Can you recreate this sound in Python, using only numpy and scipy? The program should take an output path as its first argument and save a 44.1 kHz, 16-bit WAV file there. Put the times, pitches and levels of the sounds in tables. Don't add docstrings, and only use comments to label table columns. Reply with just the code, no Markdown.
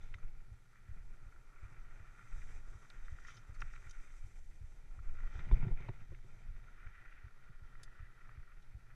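import sys
import numpy as np
from scipy import signal
from scipy.fft import rfft, irfft, next_fast_len
from scipy.io import wavfile

SR = 44100
rng = np.random.default_rng(int(sys.argv[2]) if len(sys.argv) > 2 else 0)


def output_pcm(signal):
    pcm = np.clip(np.atleast_2d(signal).T, -1, 1) * 32767
    wavfile.write(sys.argv[1], SR, np.round(pcm).astype(np.int16))


N = 394682


def from_db(db):
    return 10 ** (np.asarray(db) / 20)


def unit_rms(x):
    return x / np.sqrt(np.mean(x ** 2) + 1e-20)


def curves(rows):
    times_s, *columns = np.transpose(rows)
    return [np.interp(np.arange(N) / SR, times_s, column) for column in columns]


def lowpass(x, order, cutoff_hz):
    return signal.sosfilt(signal.butter(order, cutoff_hz, fs=SR, output="sos"), x)


def drift(rate_hz):
    step = 40
    pole = np.exp(-2 * np.pi * rate_hz * step / SR)
    slow = signal.lfilter([1], [1, -2 * pole, pole ** 2], rng.standard_normal(N // step + 2002))[2000:]
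    return np.interp(np.arange(N) / step, np.arange(len(slow)), unit_rms(slow))


def coloured_noise(spectrum):
    hz, db = np.transpose(spectrum)
    size = next_fast_len(N)
    log_hz = np.log(np.arange(size // 2 + 1) * SR / size + 1)
    gain = from_db(np.interp(log_hz, np.log(hz), db))
    return unit_rms(irfft(rfft(rng.standard_normal(size)) * gain, size)[:N])


def resonate(force, modes, tilt_db=0):
    out = 0
    for k, (hz, width_hz, db) in enumerate(modes):
        radius = np.exp(-np.pi * width_hz / SR)
        zeros = (1 - radius ** 2) / 2 * np.array([1, 0, -1])
        poles = [1, -2 * radius * np.cos(2 * np.pi * hz / SR), radius ** 2]
        gain = from_db(db + tilt_db * np.log2(hz / 1800))
        out = out + (-1) ** k * gain * signal.lfilter(zeros, poles, force + 1e-18)
    return out


def grains(per_s, spread_db):
    sizes = from_db(spread_db * np.minimum(rng.exponential(1, N), 5)) * rng.choice([-1, 1], N)
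    return sizes * (rng.random(N) < per_s / SR)


def impact(modes, decay_s, cutoff_hz, tilt_db=0):
    t = np.arange(SR // 5) / SR
    envelope = np.exp(-t / decay_s) * (1 - np.exp(-8 * t / decay_s))
    force = lowpass(rng.standard_normal(len(t)) * envelope, 4, cutoff_hz)
    return resonate(force, modes, tilt_db)


def add(out, start_s, sound, peak_db):
    i = round(start_s * SR)
    out[i:i + len(sound)] += (from_db(peak_db) * sound / np.abs(sound).max())[:N - i]


# frequency_hz, density_db
HISS_SPECTRUM = [(500, 0.5), (1000, -12), (2600, -6.5), (3200, -4.5), (4500, -4.5), (7000, -11),
                 (11400, -10.5), (13000, -10)]

def microphone_hiss():
    return from_db(-81) * coloured_noise(HISS_SPECTRUM)


# pitch_hz, bandwidth_hz, gain_db
VENT_MODES = [(3098, 76, -8.5), (3694, 270, -12), (4950, 204, -14.5), (5713, 120, -9), (6210, 114, -6.5),
              (7240, 1020, -14.5), (8330, 1430, -19), (10800, 1300, -28.5)]
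# time_s, level_db, crispness_db_per_octave
GRASS_SWISH = [(0, -80, -2), (.2, -85.5, 5), (1.3, -84.5, 6), (2.09, -82.5, 2), (2.42, -73, 4.5),
               (2.62, -78, 3.5), (3.3, -77, 0), (3.45, -82, 3), (3.7, -76.5, 2), (4.15, -75.5, 4.5),
               (4.38, -79, 7), (4.5, -81.5, 6.5), (5.05, -82.5, 6), (5.35, -78, -7), (5.7, -83.5, -5),
               (6.3, -83.5, 0), (6.86, -86.5, -5), (8.25, -87, -4), (8.95, -89, 3)]

def grass_swish(clumps):
    level_db, crisp_db = curves(GRASS_SWISH)
    swish = resonate(rng.standard_normal(N), VENT_MODES, crisp_db)
    swish /= from_db(crisp_db * np.log2(6200 / 1800))
    return from_db(level_db + 1.2 * clumps) * unit_rms(swish)


# start_s, peak_db, pitch_hz, decay_s, crispness_db_per_octave
TWIG_FLICKS = [(.0, -68, 3570, 0.11, -1), (0.141, -58.5, 3680, 0.0045, -6), (.184, -69, 6270, 0.0055, 0.1),
               (2.9014, -48, 3660, 0.0012, -25), (3.048, -67, 3600, 0.0074, -5),
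               (3.235, -63, 5650, 0.033, -4), (3.266, -56, 5760, 0.046, -8), (3.303, -59, 3240, 0.014, 0),
               (3.338, -60, 6140, 0.028, -7), (3.367, -55.5, 5170, 0.0086, -16),
               (3.543, -64, 4470, 0.011, 10), (3.603, -56.5, 5540, .006, 1),
               (3.616, -52, 5840, 0.0018, -12.5), (3.729, -62, 5740, 0.011, -1),
               (3.751, -66, 3700, 0.013, -4), (3.894, -52.5, 6070, 0.0056, -4),
               (3.909, -49, 5720, 0.0034, 1), (5.39, -59.5, 3580, 0.006, -9),
               (5.516, -59.5, 3500, 0.016, -20), (5.804, -65, 3640, 0.0049, -3),
               (5.882, -64.5, 3960, 0.0069, -11), (7.831, -50.5, 4800, 0.0067, 14),
               (7.832, -53, 3620, 0.0064, 1), (8.623, -68, 3670, .006, -4)]

def twig_flicks():
    out = np.zeros(N)
    for start_s, peak_db, pitch_hz, decay_s, crisp_db in TWIG_FLICKS:
        modes = VENT_MODES + [(pitch_hz, 300, 0.5)]
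        add(out, start_s, impact(modes, decay_s, cutoff_hz=12400, tilt_db=crisp_db), peak_db)
    return out


# pitch_hz, bandwidth_hz, gain_db
CASE_MODES = [(1142, 228, -7.5), (1382, 121, 4), (1922, 170, 0.5)]
FRAME_MODES = [(2082, 96, 3.5), (2352, 240, 1), (3674, 97, -12)]
# time_s, level_db, hardness_db_per_octave, frame_gain_db
TRAIL_SURFACE = [(0, -72, 3, 0), (.25, -73, -1, -1), (.6, -76, -3, -3), (.95, -69.5, 0.5, -5),
                 (1.08, -77.5, 7, -2), (1.15, -72, -7, -4.5), (1.48, -73, -6.5, -2.5),
                 (1.6, -69, -6.5, -2.5), (2.07, -67, -4, -4.5), (2.58, -68, 1, -2.5),
                 (2.66, -72.5, -9, -3.5), (2.95, -67, -5, -4.5), (3.2, -65, 7, -6), (3.3, -62, -1.5, -1),
                 (3.43, -70.5, -5, -4), (3.75, -62.5, 5.5, -4.5), (4.22, -72, -3, -0.5), (4.5, -76, 9, -3),
                 (5.05, -72.5, -4, -0.5), (5.22, -64, 0.5, -5.5), (5.42, -64, 4.5, -2.5),
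                 (5.62, -64.5, 2, 2), (5.75, -70, 4, 0.5), (5.82, -64, 1.5, 2), (6.08, -74, 2, -4),
                 (6.4, -73.5, 2, -1), (6.8, -66, 2, -5.5), (7.2, -63, 10.5, -7), (7.3, -72, -2.5, -4.5),
                 (7.7, -70.5, -2, -7.5), (8.06, -63, 10.5, -13), (8.12, -69.5, 4, -9), (8.3, -67.5, 0, -5),
                 (8.75, -73.5, 4, -3.5), (8.95, -70, 1, -6.5)]

def tyre_crunch(clumps):
    level_db, hard_db, frame_db = curves(TRAIL_SURFACE)
    grit = unit_rms(grains(900 * from_db(3.0 * clumps), spread_db=3.0)) + 1.02 * rng.standard_normal(N)
    grit += 0.45 * unit_rms(grains(70, spread_db=2.5))
    muffled = lowpass(grit, 3, cutoff_hz=2620)
    case_ring = resonate(muffled, CASE_MODES, hard_db + 2.1 * drift(14))
    frame_clang = from_db(frame_db) * resonate(muffled, FRAME_MODES)
    return from_db(level_db + 1.74 * drift(25)) * unit_rms(case_ring - frame_clang)


# start_s, peak_db, hardness_db_per_octave
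FRAME_KNOCKS = [(0.1402, -42.5, -2), (0.183, -55, -13), (0.229, -55, 11), (0.7562, -55, -2),
                (1.36, -55.5, -16), (2.191, -51, -8), (2.904, -54, 21), (3.0812, -47, -2), (3.185, -49, 0),
                (3.248, -48, -3), (3.2835, -47, -1), (3.6186, -35.5, 4), (3.701, -52, 3), (3.736, -49, 5),
                (3.761, -49, 3), (4.989, -51, -10), (5.2032, -50.5, -4), (5.391, -49.5, -7),
                (5.513, -49, 27), (5.627, -57, 5), (5.6798, -48, 12), (5.7727, -49.5, 16), (5.889, -46, 19),
                (6.1463, -53.5, 17), (6.785, -58, 0), (6.8702, -49, -4), (7.0544, -53, 4), (7.1244, -53, 9),
                (7.1766, -53, 8), (7.7519, -50.5, -1), (7.832, -53.5, 0), (7.877, -55, -9),
                (7.9908, -52.5, -7), (8.2915, -50.5, -15)]

def frame_knocks():
    out = np.zeros(N)
    modes = CASE_MODES + [(hz, width_hz, db - 4.5) for hz, width_hz, db in FRAME_MODES]
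    for start_s, peak_db, hard_db in FRAME_KNOCKS:
        add(out, start_s, impact(modes, decay_s=0.0016, cutoff_hz=2360, tilt_db=hard_db), peak_db)
    return out


# pitch_hz, bandwidth_hz, gain_db
HARNESS_MODES = [(114.5, 13.4, 9.5), (172.6, 128, -7), (270, 150, -15.5)]
BUCKLE_MODES = [(373, 37.6, 4.5), (678, 130, -3.5), (910, 285, -1.5)]
# frequency_hz, density_db
RUMBLE_SPECTRUM = [(100, -20.5), (180, -5.5), (260, -4.5), (400, -5.5), (600, -8.5), (900, -8), (1100, -22),
                   (2000, -48.5)]
# time_s, hum_db, rumble_db
SHAKING = [(0.0, -64.5, -73.5), (0.74, -69.5, -81), (0.92, -66.5, -78), (1.57, -73.5, -75.5),
           (2.34, -63.5, -75), (2.54, -67.5, -73), (3.11, -71, -74), (3.66, -64.5, -75), (3.84, -71.5, -75),
           (4.41, -72.5, -79.5), (4.98, -69, -74.5), (5.36, -62.5, -68.5), (5.56, -47.5, -64.5),
           (5.71, -54, -64.5), (6.08, -65, -77), (6.53, -66.5, -76.5), (7.2, -74.5, -76.5),
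           (7.48, -70.5, -79.5), (7.78, -70.5, -76.5), (8.95, -69, -79.5)]

def hum_and_rumble(clumps):
    hum_db, rumble_db = curves(SHAKING)
    shudder = drift(14)
    hum = unit_rms(resonate(rng.standard_normal(N), HARNESS_MODES))
    buckle_ring = unit_rms(resonate(rng.standard_normal(N), BUCKLE_MODES))
    rumble = unit_rms(coloured_noise(RUMBLE_SPECTRUM) + 0.51 * buckle_ring)
    rumble *= from_db(rumble_db + 0.9 * shudder + 1.34 * clumps)
    return from_db(hum_db + 2.0 * shudder) * hum + rumble


# start_s, peak_db, pitch_hz, buckle_relative_db, hardness_db_per_octave
HARNESS_THUDS = [(0.235, -51.5, 115, -10, -6), (0.96, -56, 112, -14, -3), (1.71, -54, 112, -16, -3),
                 (3.62, -53, 115, -3, 2), (5.234, -52.5, 107, -6, -2), (5.364, -52, 108, -7, 8),
                 (5.39, -48, 120, -5.5, .3), (5.467, -43.5, 118, -21, -16), (5.511, -39.5, 175.4, 0, -2.5),
                 (5.595, -41, 102, -22, -4), (5.623, -31, 116, -17.5, 6), (5.647, -47.5, 107, 1, -10),
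                 (5.66, -28.5, 118, -34, -11), (5.679, -47, 120, -2.5, -7), (5.706, -41, 121, -8.5, -10),
                 (5.799, -49, 116, -5, -5), (5.885, -36, 110, -4.5, -6.5), (6.01, -52, 119, -27, 2),
                 (6.118, -49, 110, -3, -15), (6.241, -52, 105, -12, -17), (7.488, -52, 116, -24, -5)]

def harness_thuds():
    out = np.zeros(N)
    for start_s, peak_db, pitch_hz, buckle_db, hard_db in HARNESS_THUDS:
        thud = impact([(pitch_hz, 45, 0)], decay_s=0.0066, cutoff_hz=256)
        add(out, start_s, resonate(thud, [(pitch_hz, 90, 0)]), peak_db)
        buckle_ring = impact(BUCKLE_MODES, decay_s=0.0053, cutoff_hz=1190, tilt_db=hard_db)
        add(out, start_s, buckle_ring, peak_db + buckle_db)
    return out


# frequency_hz, density_db
SWAY_SPECTRUM = [(4, -11), (8, 9.5), (16, 6), (27, 5), (45, -15), (80, -14.5), (160, -82)]
# time_s, level_db
SWAY_LEVELS = [(0, -42), (.2, -56), (.3, -47), (.76, -61.5), (.99, -40), (1.2, -52.5), (1.4, -52),
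               (1.85, -49), (2.26, -56), (2.34, -42.5), (2.55, -39.5), (2.86, -57), (3.04, -44),
               (3.44, -59), (3.62, -41), (3.84, -51.5), (4.5, -48), (4.9, -48.5), (5.12, -39),
               (5.76, -36.5), (5.93, -43), (6.03, -45), (6.25, -49.5), (6.58, -40.5), (6.68, -49.5),
               (7.3, -54.5), (8.05, -49), (8.2, -55), (8.4, -51), (8.95, -54)]

def harness_sway():
    level_db, = curves(SWAY_LEVELS)
    return from_db(level_db + 1.7 * drift(3.1)) * coloured_noise(SWAY_SPECTRUM)


# time_s, peak_db
HEARTBEATS = [(0.1552, -42), (0.5218, -43.5), (0.8942, -40.5), (1.265, -46), (1.635, -42.5), (2.006, -45.5),
              (2.378, -46.5), (2.7554, -44), (3.127, -39), (3.497, -42), (3.8704, -46), (4.245, -43),
              (4.617, -41), (4.9863, -42.5), (5.3577, -38), (6.114, -42.5), (6.4884, -43.5), (6.868, -43.5),
              (7.247, -42.5), (7.6258, -45), (8.003, -44), (8.3809, -43), (8.7524, -39.5)]

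def heartbeat():
    out = np.zeros(N)
    width_s, lead_s = 0.0034, 0.02
    u = np.arange(-lead_s * SR, lead_s * SR) / SR / width_s
    pull = (u ** 2 - 1) * np.exp(-u ** 2 / 2) + 0.29 * u * np.exp(-u ** 2 / 4)
    for time_s, peak_db in HEARTBEATS:
        add(out, time_s - lead_s, pull, peak_db)
        delay_s, relative_db = rng.normal(0.0214, 0.0038), rng.normal(-4, 2.5)
        add(out, time_s + delay_s - lead_s, pull, peak_db + relative_db)
    return out


# centre_s, peak_db, swing_s
BUMPS = [(0.119, -41, 0.023), (0.254, -32, 0.023), (0.971, -39.5, 0.051), (2.344, -33.5, 0.02),
         (2.438, -38.5, 0.042), (3.985, -43.5, 0.025), (4.489, -44, 0.022), (4.919, -38.5, 0.021),
         (5.252, -31.5, 0.018), (5.534, -16, 0.012), (5.619, -27, 0.023), (5.728, -25.5, 0.017),
         (7.579, -48, 0.031)]

def case_jolts():
    out = np.zeros(N)
    lead_s = 0.1
    t = np.arange(-lead_s * SR, lead_s * SR) / SR
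    for centre_s, peak_db, swing_s in BUMPS:
        u = 2 * t / swing_s
        swing = (u - 0.12) * np.exp(-u ** 2 / 2) + 0.051 * np.exp(-u ** 2 / 12)
        add(out, centre_s - lead_s, swing, peak_db)
    return out


def scene():
    clumps = drift(20)
    trail = grass_swish(clumps) + twig_flicks() + tyre_crunch(clumps) + frame_knocks()
    harness = hum_and_rumble(clumps) + harness_thuds() + harness_sway()
    return (trail + harness + heartbeat() + case_jolts())[None]


def record(dry):
    return signal.sosfilt(signal.cheby2(12, 30, 13050, fs=SR, output="sos"), dry + microphone_hiss())


dry = scene()
out = record(dry)
output_pcm(out)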